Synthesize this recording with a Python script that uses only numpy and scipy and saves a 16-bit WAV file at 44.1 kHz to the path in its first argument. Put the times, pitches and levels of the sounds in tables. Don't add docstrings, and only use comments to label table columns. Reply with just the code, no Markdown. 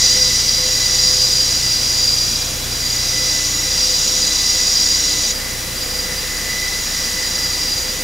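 import sys
import numpy as np
from scipy import signal
from scipy.fft import rfft, irfft, next_fast_len
from scipy.io import wavfile

SR = 44100
rng = np.random.default_rng(int(sys.argv[2]) if len(sys.argv) > 2 else 0)


def transcribe(u):
    v = np.clip(np.atleast_2d(u).T, -1, 1)
    q = np.round(v * 32767).astype(np.int16)
    wavfile.write(sys.argv[1], SR, q)


N = 354123
SLOW = 8


def undb(db):
    return 10 ** (np.asarray(db) / 20)


def unit(x):
    return x / np.sqrt(np.mean(np.abs(x) ** 2))


def curves(table):
    s, *columns = np.transpose(table)
    return [np.interp(np.arange(N) / SR, s, c) for c in columns]


def coloured(points):
    hz, db = np.transpose(points)
    size = next_fast_len(N)
    bins_hz = np.fft.rfftfreq(size, 1 / SR)
    gain = undb(np.interp(np.log(bins_hz + 1), np.log(hz), db))
    spectrum = rfft(rng.standard_normal(size)) * gain
    return unit(irfft(spectrum, size)[:N])


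def smooth(x, width_hz):
    pole = np.exp(-np.pi * width_hz * SLOW / SR)
    return signal.lfilter([1], [1, -pole], x)


def scatter(width_hz):
    size, lead = N // SLOW + 2, SR // SLOW // 2
    noise = rng.standard_normal(size + lead) + 1j * rng.standard_normal(size + lead)
    return unit(smooth(noise, width_hz)[lead:])


def wavering(width_hz, share):
    return 1 + share * unit(smooth(scatter(width_hz), width_hz))


def spin(hz):
    return np.exp(2j * np.pi * np.cumsum(hz * np.ones(N)) / SR)


def full_rate(envelope):
    return np.interp(np.arange(N) / SLOW, np.arange(len(envelope)), envelope)


def tone(envelope, hz):
    return unit((full_rate(envelope) * spin(hz)).real)


def fading(db, rate_hz):
    slow = wavering(rate_hz, 1).real - 1
    return undb(db * full_rate(unit(slow)))


# (f/Hz, relative level/dB)
HISS_COLOUR = [(20, 1.5), (300, 1), (1000, -1.5), (2800, -4), (8000, -2), (12500, -2), (14500, -4),
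               (15600, -10)]
HISS_DB = -29.2


def microphone_hiss():
    return undb(HISS_DB) * coloured(HISS_COLOUR)


# (f/Hz, relative level/dB)
RUMBLE_COLOUR = [(15, -18), (30, -4), (80, 0), (200, -3), (500, -7), (1000, -10), (2500, -7), (6000, -10.5),
                 (11000, -14.5), (15000, -18)]
RUMBLE_DB = -28.5


def rumble():
    return undb(RUMBLE_DB) * coloured(RUMBLE_COLOUR)


# (f/Hz, level/dB, width f/Hz)
LOW_HUMS = [(45, -49, 8), (150, -53, 3), (167, -51, 6), (180, -51, 3), (360, -55, 4), (521, -49, 6)]


def hums():
    return sum(undb(db) * tone(scatter(width_hz), hz) for hz, db, width_hz in LOW_HUMS)


DRONE_HZ, DRONE_MULTIPLES = 30.02, (1, 2, 3, 4, 8, 10)
# (level/dB at the start, drift in dB per s, random waver share)
MULTIPLE_LEVELS = [(-35, -0.27, 0.032), (-36, -0.39, .12), (-43, -.4, 0.17), (-36, 0.05, .06),
                   (-46, -0.43, 0.28), (-43.5, -0.6, .12)]
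# (t/s, level/dB added to the fourth, level/dB added to the tenth)
MULTIPLE_CHANGES = [(0, -.5, -8), (3.2, -.5, -1.5), (3.6, -4, 7), (3.85, -5.5, -15), (4.3, -11, 6),
                    (4.55, -9, -4), (5.15, -13, 7.5), (5.4, -5, -7), (6.1, -9, -4), (8.03, -13.5, -3)]


def drone():
    t = np.arange(N) / SR
    change_db = dict(zip((4, 10), curves(MULTIPLE_CHANGES)))
    out = 0
    for multiple, (start_db, per_s, share) in zip(DRONE_MULTIPLES, MULTIPLE_LEVELS):
        db = start_db + per_s * t + change_db.get(multiple, 0)
        out = out + undb(db) * tone(wavering(1.15, share), multiple * DRONE_HZ)
    return out


# (t/s, f/Hz, level/dB)
SECOND_GEARBOX = [(0, 482, -53), (4.5, 481, -53), (5.2, 472, -48), (5.7, 479, -46), (6.3, 481, -47),
                  (6.75, 485, -48), (7.1, 493, -50), (8.03, 497, -53)]


def second_gearbox():
    hz, db = curves(SECOND_GEARBOX)
    return undb(db) * tone(wavering(15.0, 0.94), hz)


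# (t/s, level/dB)
MOAN_THROB = [(0, -42), (.2, -32), (.4, -47), (.67, -35), (.86, -45), (1.06, -35.5), (1.35, -40.5),
              (1.6, -53), (1.95, -42), (2.2, -47), (2.55, -42.5), (2.93, -50), (3.22, -38), (3.52, -45),
              (3.85, -38), (4.25, -42), (4.4, -53), (4.6, -39.5), (5., -45), (5.3, -37), (5.56, -50),
              (5.95, -38.5), (6.55, -49), (7.15, -42.5), (7.7, -45), (8.03, -39)]
MOAN_HZ, WAVER_HZ, WAVER_SHARE = 509, 10.3, 0.4


def gearbox_moan():
    db = curves(MOAN_THROB)[0]
    return undb(db) * tone(wavering(WAVER_HZ, WAVER_SHARE), MOAN_HZ)


# (t/s, level/dB before flicker)
SHOULDER_LEVEL = [(0, -47), (1.3, -49), (2.7, -61), (3.8, -47), (5.3, -50), (5.36, -43), (5.75, -46),
                  (6.2, -36), (6.55, -42), (7.1, -38), (8.03, -46)]
SHOULDER_HZ, SHOULDER_WIDTH_HZ = 1840, 130
SHOULDER_FLICKER_DB = 2.5


def rush_shoulder():
    flicker = fading(SHOULDER_FLICKER_DB, 9.8)
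    band = tone(scatter(SHOULDER_WIDTH_HZ), SHOULDER_HZ)
    return undb(curves(SHOULDER_LEVEL)[0]) * flicker * band


# (t/s, level/dB
# of the pair near 4.8 and 4.9 kHz, level/dB of the other high tones)
WHINE_SWELL = [(0.0, -16.5, -15.5), (0.48, -19.5, -19), (0.63, -21.5, -20.5), (1.14, -18, -18.5),
               (1.74, -19.5, -21.5), (1.92, -19.5, -21), (2.37, -23, -23.5), (2.61, -29.5, -27.5),
               (3.03, -21, -22.0), (3.45, -25, -18.5), (3.54, -29, -21), (3.87, -19.5, -19),
               (4.17, -21.5, -18.0), (4.83, -19.5, -18.5), (5.31, -24, -20), (5.34, -29, -30.5),
               (5.7, -34.5, -31), (5.82, -26, -31), (6.03, -30.0, -28), (6.36, -29, -27.5),
               (6.96, -25.5, -24), (7.65, -23, -26.0), (8.02, -30.5, -28.5)]


def swell():
    return [db - db.mean() for db in curves(WHINE_SWELL)]


# (f/Hz, relative level/dB)
INTAKE_COLOUR = [(1800, -19), (2600, -11), (3200, -5), (3700, -1.5), (4400, -2), (5300, 2.5), (5800, 5.5),
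                 (6400, 0), (7600, -5), (9000, -8), (11000, -23)]
FAINT_TONE_HZ = (2800, 3200, 3600, 5200, 5760, 7200, 8000, 9200)
# (level/dB against the noise slice below, width f/Hz)
FAINT_TONES = [(-10, 6), (-14, 8), (-20, 20), (-5, 50), (0, 90), (-10, 40), (-13, 40), (-14, 40)]
RUSH_DB, SLICE_HZ = -40, (4250, 4550)
RUSH_SHARES = (0.25, 0.6)


def intake_rush():
    db = RUSH_DB + np.dot(RUSH_SHARES, swell())
    broad = coloured(INTAKE_COLOUR)
    slice_filter = signal.butter(4, SLICE_HZ, "band", fs=SR, output="sos")
    slice_rms = np.std(signal.sosfilt(slice_filter, broad))
    faint = sum(undb(faint_db) * tone(scatter(width_hz), hz)
                for hz, (faint_db, width_hz) in zip(FAINT_TONE_HZ, FAINT_TONES))
    return undb(db) * (broad / slice_rms + faint)


# (t/s, f/Hz of the upper tone, level/dB of the upper tone)
SPOOL_UP = [(0, 3065, -44), (.35, 3095, -44), (.8, 3150, -46), (1.6, 3255, -54), (2.3, 3350, -41),
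            (2.8, 3405, -44), (3.4, 3480, -44), (3.9, 3540, -46), (4.4, 3590, -43), (5.33, 3660, -48)]
SECOND_STAGE, SECOND_STAGE_DB = .715, -4
SPOOL_END_S = 5.33


def spooling_compressor():
    hz, db = curves(SPOOL_UP)
    upper = tone(wavering(33.0, 1.0), hz)
    lower = undb(SECOND_STAGE_DB) * tone(scatter(11.0), SECOND_STAGE * hz)
    audible = np.arange(N) < SPOOL_END_S * SR
    return undb(db) * (upper + lower) * audible


TURBINE_HZ = (2000, 4000, 4800.5, 4940, 5600, 6000, 6799.5)
# (wandering share, level/dB of a partner just above,
# level/dB of flutter sidebands, level/dB of the scattered skirt, skirt width f/Hz)
TURBINE_MAKEUP = [(.6, -10, -11, -5, 80), (1.5, -6, -12, 4.5, 130), (1.2, 1.5, -9, 3.5, 100),
                  (2., 0, -13, 5, 70), (1.3, 0, -6, 6, 130), (1.5, 1, -10, 6, 110), (1.3, 1, -8, 6, 130)]
# (t/s, level/dB before fading)
LOWEST_TONE = [(0.0, -30), (0.51, -37), (0.9, -32), (1.32, -41.5), (2.04, -38), (2.16, -56), (2.79, -41.5),
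               (2.88, -35.5), (3.9, -36), (4.05, -38.5), (4.32, -32.5), (4.62, -36), (5.28, -35.5),
               (5.94, -37), (6.69, -28.5), (6.9, -38), (7.08, -30), (8.02, -37)]
# (level/dB at the mean of the swell before fading, share of the swell)
UPPER_TONES = [(-32, .85), (-23.5, 1.04), (-31.5, 1.01), (-28, 1.17), (-33, 1.26), (-29, 0.97)]
WHINE_PAIR = (1, 2)
PARTNER_HZ, FLUTTER_HZ = 22, 23.6
FADE_DB, FADE_HZ = 1.04, 6.2


def turbines():
    t = np.arange(N // SLOW + 2) * SLOW / SR
    partner = np.exp(2j * np.pi * PARTNER_HZ * t)
    step = np.exp(2j * np.pi * FLUTTER_HZ * t)
    pair, other = swell()
    levels = curves(LOWEST_TONE)
    for row, (mean_db, swell_share) in enumerate(UPPER_TONES):
        levels.append(mean_db + swell_share * (pair if row in WHINE_PAIR else other))
    out = 0
    for hz, makeup, db in zip(TURBINE_HZ, TURBINE_MAKEUP, levels):
        share, partner_db, side_db, skirt_db, width_hz = makeup
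        main_line = unit(wavering(11., share))
        partner_line = undb(partner_db) * partner * unit(wavering(11., share))
        below = scatter(6.) / step + .7 * scatter(6.) / step ** 2
        above = .9 * scatter(6.) * step ** 2
        sidebands = undb(side_db) * (below + above)
        skirt = undb(skirt_db) * scatter(width_hz)
        body = main_line + partner_line + sidebands + skirt
        out = out + undb(db) * fading(FADE_DB, FADE_HZ) * tone(body, hz)
    return out


def scene():
    low = rumble() + hums() + drone() + second_gearbox() + gearbox_moan()
    high = rush_shoulder() + intake_rush() + spooling_compressor() + turbines()
    mixed = low + high
    return np.array([mixed, mixed])


TOP_HZ = 15730


def record(dry):
    hiss = np.array([microphone_hiss() for _ in dry])
    cut = signal.ellip(14, .2, 100, TOP_HZ, fs=SR, output="sos")
    return signal.sosfilt(cut, dry + hiss)


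dry = scene()
out = record(dry)
transcribe(out)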